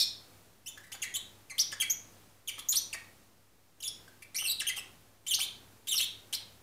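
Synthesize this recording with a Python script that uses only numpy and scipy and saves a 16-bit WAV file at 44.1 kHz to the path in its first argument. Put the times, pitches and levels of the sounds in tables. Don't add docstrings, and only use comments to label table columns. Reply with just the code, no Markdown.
import sys
import numpy as np
from scipy import signal
from scipy.fft import rfft, irfft
from scipy.io import wavfile
from scipy.ndimage import uniform_filter1d

SR = 44100
rng = np.random.default_rng(int(sys.argv[2]) if len(sys.argv) > 2 else 0)


def int16_out(signal):
    q = np.round(np.clip(np.atleast_2d(signal).T, -1, 1) * 32767)
    wavfile.write(sys.argv[1], SR, q.astype(np.int16))


def attenuation_scalar(level_db):
    decades = np.asarray(level_db, float) / 20
    return 10 ** decades


N = 291942

# [start_s, length_ms, start_hz, end_hz, level_db]
SQUAWKS = [
    (0.0, 18, 4252, 5420, -32),
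    (0.018, 20, 4334, 4160, -34.5),
    (1.581, 10.7, 2992, 3806, -34),
    (1.592, 6, 4400, 5700, -28),
    (1.598, 12, 5752, 5899, -28.5),
    (1.61, 13, 5567, 5164, -33),
    (1.828, 12.5, 2070, 2004, -45),
    (4.222, 13.88, 2199, 2476, -50),
    (5.995, 11.1, 2980, 2529, -37.5),
]
PEEPS = [
    (0.775, 8, 1660, 1709, -46),
    (0.8, 12, 1727, 1790, -58),
    (0.836, 18, 1904, 1980, -55.5),
    (0.866, 16, 1940, 1946, -59.5),
    (1.042, 14, 1833, 2020, -42.5),
    (2.945, 12, 1856, 1890, -42.5),
    (4.079, 5, 1586, 1560, -54),
    (4.7, 13, 2000, 2000, -42),
]
NASALS = [(0.66, 7, 2620, 2654, -49.5), (0.667, 13, 2854, 3160, -44.5), (1.165, 10.3, 3970, 3715, -42),
          (2.475, 9.3, 3493, 3170, -39.5), (2.757, 7, 4207, 4497, -31.5), (2.764, 6.5, 4682, 5566, -34.5),
          (3.803, 7.4, 2650, 3440, -47.5), (3.823, 9, 5760, 3600, -43), (3.878, 7.9, 5340, 5315, -34),
          (4.346, 13.5, 1857, 2346, -41), (4.36, 4.01, 4000, 5200, -40.5), (4.364, 6.02, 5398, 5900, -36),
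          (4.514, 9.3, 4400, 4970, -39.5), (5.884, 12.4, 3592, 3834, -36.5), (5.896, 17, 3834, 3710, -40),
          (5.93, 21.5, 2938, 2843, -38)]
PINCHED = [
    (0.68, 12, 3550, 3508, -48.5),
    (0.93, 12, 3430, 3442, -53),
    (1.019, 8, 3206, 3376, -44.5),
    (1.14, 13, 3226, 3549, -45.5),
    (3.838, 12, 3500, 3330, -46),
    (3.872, 6, 3400, 5000, -50.5),
    (4.465, 15, 4420, 4216, -43.5),
    (5.278, 15, 3350, 3810, -43),
]
RASPS = [(0.918, 12, 1621, 3215, -45), (0.95, 6, 1645, 1520, -51.5), (1.718, 4.06, 3020, 3047, -47.5),
         (2.582, 3.37, 1123, 1135, -49.5), (2.59, 8.6, 3180, 3480, -44.5), (2.728, 9.9, 3700, 3499, -38),
         (2.738, 11.97, 3499, 3300, -44), (4.762, 12.1, 3216, 3150, -47), (5.265, 7.4, 3000, 3101, -43),
         (5.271, 7.02, 2887, 3202, -40.5), (5.39, 11.8, 4668, 4652, -42.5),
         (5.871, 12.8, 3407, 3040, -42.5), (6.327, 4.28, 2851, 3300, -37.5), (6.332, 6, 3300, 2900, -38.5),
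         (6.338, 9, 4066, 4084, -36.5), (6.347, 6.4, 4540, 5496, -39)]
ROUGHS = [(1.726, 14.6, 1781, 1670, -43.5), (5.435, 20, 3612, 4400, -45), (1.027, 17.1, 2954, 1980, -40.5),
          (1.153, 11.8, 3400, 3020, -37.5), (1.817, 11.3, 3150, 2205, -34), (2.484, 8.08, 3205, 2900, -35),
          (2.492, 10, 2710, 2140, -41.5), (2.929, 12.5, 2920, 2180, -40.5), (4.386, 24, 2694, 2993, -38.5),
          (4.41, 21.6, 2977, 2990, -45), (4.607, 10.06, 2600, 1854, -41.5), (4.617, 9, 1823, 1607, -43.5),
          (4.687, 13.4, 3108, 2110, -37.5), (5.978, 18, 4380, 3690, -32), (6.029, 15.2, 3800, 3570, -37.5)]
PIPES = [(1.498, 9.1, 2700, 2200, -46), (1.507, 13, 2170, 2039, -45), (1.8, 8.8, 3090, 3360, -34),
         (1.809, 8, 3310, 3170, -31.5), (2.75, 7.4, 2950, 3910, -37), (3.831, 7, 3260, 2704, -40),
         (3.849, 23.34, 3604, 3363, -40), (4.438, 27, 3264, 2706, -38), (4.48, 17, 4560, 4000, -34.5),
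         (4.497, 15.7, 3802, 3981, -31), (4.596, 4, 4550, 4200, -41.5), (4.6, 7, 3990, 2700, -35),
         (4.668, 9.96, 2840, 3245, -35.5), (4.678, 9, 3270, 3198, -33.5), (4.775, 22, 3105, 2573, -43.5),
         (5.295, 14.04, 3740, 3400, -37.5), (5.309, 9.74, 3336, 3062, -29.5),
         (5.319, 19, 3030, 2826, -33.5), (5.402, 18, 2300, 3204, -35), (5.42, 14.9, 3246, 3553, -36),
         (5.912, 18, 3723, 3050, -32), (6.005, 10.4, 2720, 3281, -31.5), (6.015, 10, 3290, 3333, -37)]
WHISTLES = [(1.897, 6.02, 5640, 5996, -33), (1.903, 18.7, 6304, 6760, -30.5), (2.687, 8, 6340, 6846, -27.5),
            (2.695, 25, 6880, 6880, -33.5), (2.72, 8, 6665, 4063, -31.5), (2.77, 18, 5660, 6110, -30),
            (4.37, 15.5, 6000, 5933, -34.5), (5.338, 6.02, 3300, 4698, -27), (5.344, 5.98, 4704, 6453, -28),
            (5.35, 10, 6270, 6270, -35), (5.95, 7.9, 5895, 6060, -36), (5.959, 17, 5995, 5350, -33.5)]

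# [partial_2_db, partial_3_db, partial_4_db, breath_db, swell_db]
VOICES = [(-13.5, -20, -17.5, -17, -4), (-9, -5.5, -8.5, -28.5, 0.5), (-1.5, -5, -3.5, -20, -2.5),
          (-9, -5.5, -7, -21.5, -6), (-11, -12, -9, -12.5, -6), (-6.5, -19, -40, -22, -3.5),
          (6.5, -0.3, -4.5, -14, 2.5), (-8.5, -5.5, -16, -7, -3.5)]
HOARSENESS = (.2, .15, .25, .45, .7, .25, .2, .85)
GLIDE_EASE = (1.79, 1.8, 1.492, 1.8, 1.8, 2.2, 1.5, 1.5)
FALL_EASE = 1.2

# [centre_hz, width_hz, lift_db]
WINDPIPE = [(3300, 3400, 2.5), (6880, 3900, 2.5), (9420, 1700, 5), (14200, 490, 6), (15600, 2800, -4.5)]
# [centre_hz, width_hz, level_db]
LINGERING = [(2455, 87, -46), (3700, 480, -31), (5350, 480, -28.5), (7100, 900, -43.5), (11600, 680, -44)]
# [centre_hz, t60_s, level_db]
ROOM = [(1006.6, 0.86, 0.5), (1530, 0.48, -1), (2000, 0.4, 6), (2600, 0.36, -3.5), (3400, 0.39, 1.5),
        (4400, 0.44, -1.5), (5700, 0.34, -3.5), (7950, 0.39, -7.5), (12100, 0.24, -7)]
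# [centre_hz, level_db per Hz]
ROOM_NOISE = [(12, -43), (20, -11), (32, -15), (68, -7), (85, -17.5), (107, -8.5), (145, -11.5),
              (268, -11.5), (300, -12.5), (345, -13), (2500, -23), (11300, -27), (15800, -28)]
# [start_s, peak_db, pitch_hz]
CLUCKS = [(0.939, -50, 762), (1.161, -54.5, 1112), (1.519, -54.5, 1119), (1.726, -53.5, 912),
          (2.582, -52.5, 1288), (2.733, -52, 1286), (2.941, -54, 890), (4.416, -47.5, 1273),
          (4.773, -50, 1070), (5.385, -47, 1160), (5.942, -51, 1274), (6.326, -57, 1107)]

OVERTONE_TOP_HZ, OVERTONE_FALL_DB = 14500, 75.5
BREATH_AT_DB, BREATH_LAG = -35.5, 0.44
ONSET_SWELL_DB, ENDING_FADE_DB = 3.5, -4.5
JOINED_S = 0.004
PUFF_S, PUFF_DB = 0.0016, 1
BOX_T60_S, BOX_DB = 0.05, 0
ROOM_NOISE_DB = -58.5
HUM_HZ, HUM_DB = 99.6, -68
HISS_DB = -81.5
OFFSET = -0.0005


def rms_one(x):
    return x / np.sqrt(np.mean(x ** 2) + 1e-20)


def at_hz(points, hz, axis=1):
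    points = np.array(points)
    return np.interp(np.log(hz), np.log(points[:, 0]), points[:, axis])


def band(x, low_hz, high_hz):
    sos = signal.butter(2, [low_hz, min(high_hz, 0.45 * SR)], "band", fs=SR, output="sos")
    return signal.sosfilt(sos, x)


def wobble(low_hz, high_hz):
    return rms_one(band(rng.standard_normal(N), low_hz, high_hz))


def smooth(x, ms):
    size = max(round(ms * SR / 1000), 1)
    once = uniform_filter1d(x, size, mode="nearest")
    return uniform_filter1d(once, size, mode="nearest")


def syrinx_controls():
    hz, hoarse, gains = np.zeros(N), np.zeros(N), np.zeros((5, N))
    tables = (PEEPS, PIPES, NASALS, ROUGHS, SQUAWKS, WHISTLES, PINCHED, RASPS)
    notes = sorted((*row, voice) for voice, table in enumerate(tables) for row in table)
    begins = np.array([note[0] for note in notes])
    ends = np.array([note[0] + note[1] / 1000 for note in notes])
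    pauses = np.r_[True, begins[1:] - ends[:-1] > JOINED_S, True]
    free = 0
    for note, first, last in zip(notes, pauses, pauses[1:]):
        start_s, length_ms, start_hz, end_hz, level_db, voice = note
        i = max(round(start_s * SR), 0)
        u = np.linspace(0, 1, round(length_ms * SR / 1000))
        hz[min((free + i) // 2, i):] = start_hz
        free = i + len(u)
        ease = GLIDE_EASE[voice] * (FALL_EASE if end_hz < start_hz else 1)
        hz[i:free] = end_hz + (start_hz - end_hz) * (1 - u) ** ease
        hz[free:] = end_hz
        *overtones_db, breath_db, swell_db = VOICES[voice]
        breath_db = breath_db - BREATH_LAG * (level_db - BREATH_AT_DB)
        colour_db = np.array([0, *overtones_db, breath_db])
        swell_db += ONSET_SWELL_DB * first + ENDING_FADE_DB * last
        gains[:, i:] = 0
        gains[:, i:free] = attenuation_scalar(level_db + colour_db[:, None] + swell_db * (u - 0.5))
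        gains[4, i:i + round(PUFF_S * SR)] *= attenuation_scalar(PUFF_DB * first)
        hoarse[i:] = HOARSENESS[voice]
    octaves_above = np.log2(np.maximum(np.arange(3, 5)[:, None] * hz / OVERTONE_TOP_HZ, 1))
    gains[2:4] *= attenuation_scalar(-OVERTONE_FALL_DB * octaves_above)
    return smooth(hz, 0.5), smooth(gains, 0.3), hoarse


def windpipe(hz):
    lift_db = sum(db / (1 + (2 * (hz - centre) / width) ** 2) for centre, width, db in WINDPIPE)
    return attenuation_scalar(lift_db - 3.0)


def parrot():
    hz, gains, hoarse = syrinx_controls()
    jitter = (0.004 + 0.055 * hoarse) * wobble(150, 900)
    phase = 2 * np.pi * np.cumsum(hz * (1 + jitter)) / SR
    tone = np.zeros(N)
    for k in range(1, 6):
        gain = gains[k - 1] if k < 5 else gains[3] * attenuation_scalar(-2.0)
        flutter = 1 + 0.42 * wobble(40, 200) + 0.66 * hoarse * wobble(150, 530)
        gain = np.sqrt(2) * gain * windpipe(k * hz) * (k * hz < 16000)
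        tone += gain * flutter * np.sin(k * phase)
    halves = attenuation_scalar(-42.5) * np.sin(phase / 2) + attenuation_scalar(-13.5) * np.sin(3 * phase / 2)
    tone += gains[0] * hoarse ** 2 * wobble(32.6, 160) * halves
    puffs = 1 + 0.29 * np.cos(phase)
    breath = band(wobble(2100, 16000), 1700, 15000) * puffs
    return tone + attenuation_scalar(1.5) * gains[4] * breath


def lingering():
    t = np.arange(N) / SR
    out = np.zeros(N)
    for hz, width, level_db in LINGERING:
        fade = attenuation_scalar(level_db - 60 * t / at_hz(ROOM, hz))
        out += fade * wobble(hz - width / 2, hz + width / 2)
    return out


def aviary(x):
    t = np.arange(round(0.8 * SR)) / SR
    white = rng.standard_normal((3, len(t)))
    edges = 600 * 2 ** np.arange(0, 5.1, 1 / 3)
    tail = np.zeros(len(t))
    for k, (low, high) in enumerate(zip(edges, edges[1:])):
        hz = np.sqrt(low * high)
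        fall = attenuation_scalar(-60 * t / at_hz(ROOM, hz))
        level = attenuation_scalar(at_hz(ROOM, hz, axis=2)) / np.sqrt(np.sum(fall ** 2))
        tail += level * band(white[k % 2], low, high) * fall
    tail *= np.clip((t - 0.003) / 0.021, 0, 1)
    box = white[2] * attenuation_scalar(-60 * t / BOX_T60_S) * (t > 0.002)
    box *= attenuation_scalar(BOX_DB) / np.sqrt(np.sum(box ** 2))
    return signal.fftconvolve(x, tail + box)[:N]


def room_noise():
    hz = np.maximum(np.arange(N // 2 + 1) * SR / N, 10)
    noise = irfft(rfft(rng.standard_normal(N)) * attenuation_scalar(at_hz(ROOM_NOISE, hz)), N)
    hum = np.sqrt(2) * np.sin(2 * np.pi * HUM_HZ * np.arange(N) / SR)
    hum *= 1 + 0.17 * wobble(1.5, 8.0)
    return attenuation_scalar(ROOM_NOISE_DB) * rms_one(noise) + attenuation_scalar(HUM_DB) * hum


def clucks():
    out = np.zeros(N)
    u = np.linspace(0, 1, round(0.019 * SR))
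    swell = np.sin(np.pi * u ** 0.41)
    shake = 0.5 + wobble(60, 450)
    for start_s, peak_db, pitch_hz in CLUCKS:
        i = round(start_s * SR)
        tone = np.sin(2 * np.pi * pitch_hz * np.arange(len(u)) / SR)
        out[i:i + len(u)] += attenuation_scalar(peak_db - 1.0) * swell * tone
    return out * shake


def scene():
    bird = parrot() + clucks()
    mix = bird + aviary(bird) + lingering() + room_noise()
    return mix[None]


def expander(x, open_db, slope, release_db_s, attack_s):
    sink = release_db_s * np.arange(N) / SR
    level_db = 10 * np.log10(smooth(x ** 2, 42.0) + 1e-12)
    held_db = np.maximum.accumulate(level_db + sink, axis=-1) - sink
    keep = np.exp(-1 / (attack_s * SR))
    gain_db = slope * np.minimum(held_db - open_db, 0)
    return x * attenuation_scalar(signal.lfilter([1 - keep], [1, -keep], gain_db))


def roll_off(x):
    return signal.sosfilt(signal.butter(12, 15960, fs=SR, output="sos"), x)


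def record(dry):
    x = expander(dry, open_db=-40.5, slope=0.47, release_db_s=53.5, attack_s=0.068)
    x = 0.24 * np.tanh(x / 0.24)
    hiss = attenuation_scalar(HISS_DB) * wobble(4500, 18000)
    top_cut = signal.cheby2(14, 50, 16100, fs=SR, output="sos")
    x = signal.sosfilt(top_cut, x + hiss)
    return roll_off(x + OFFSET)


dry = scene()
out = record(dry)
int16_out(out)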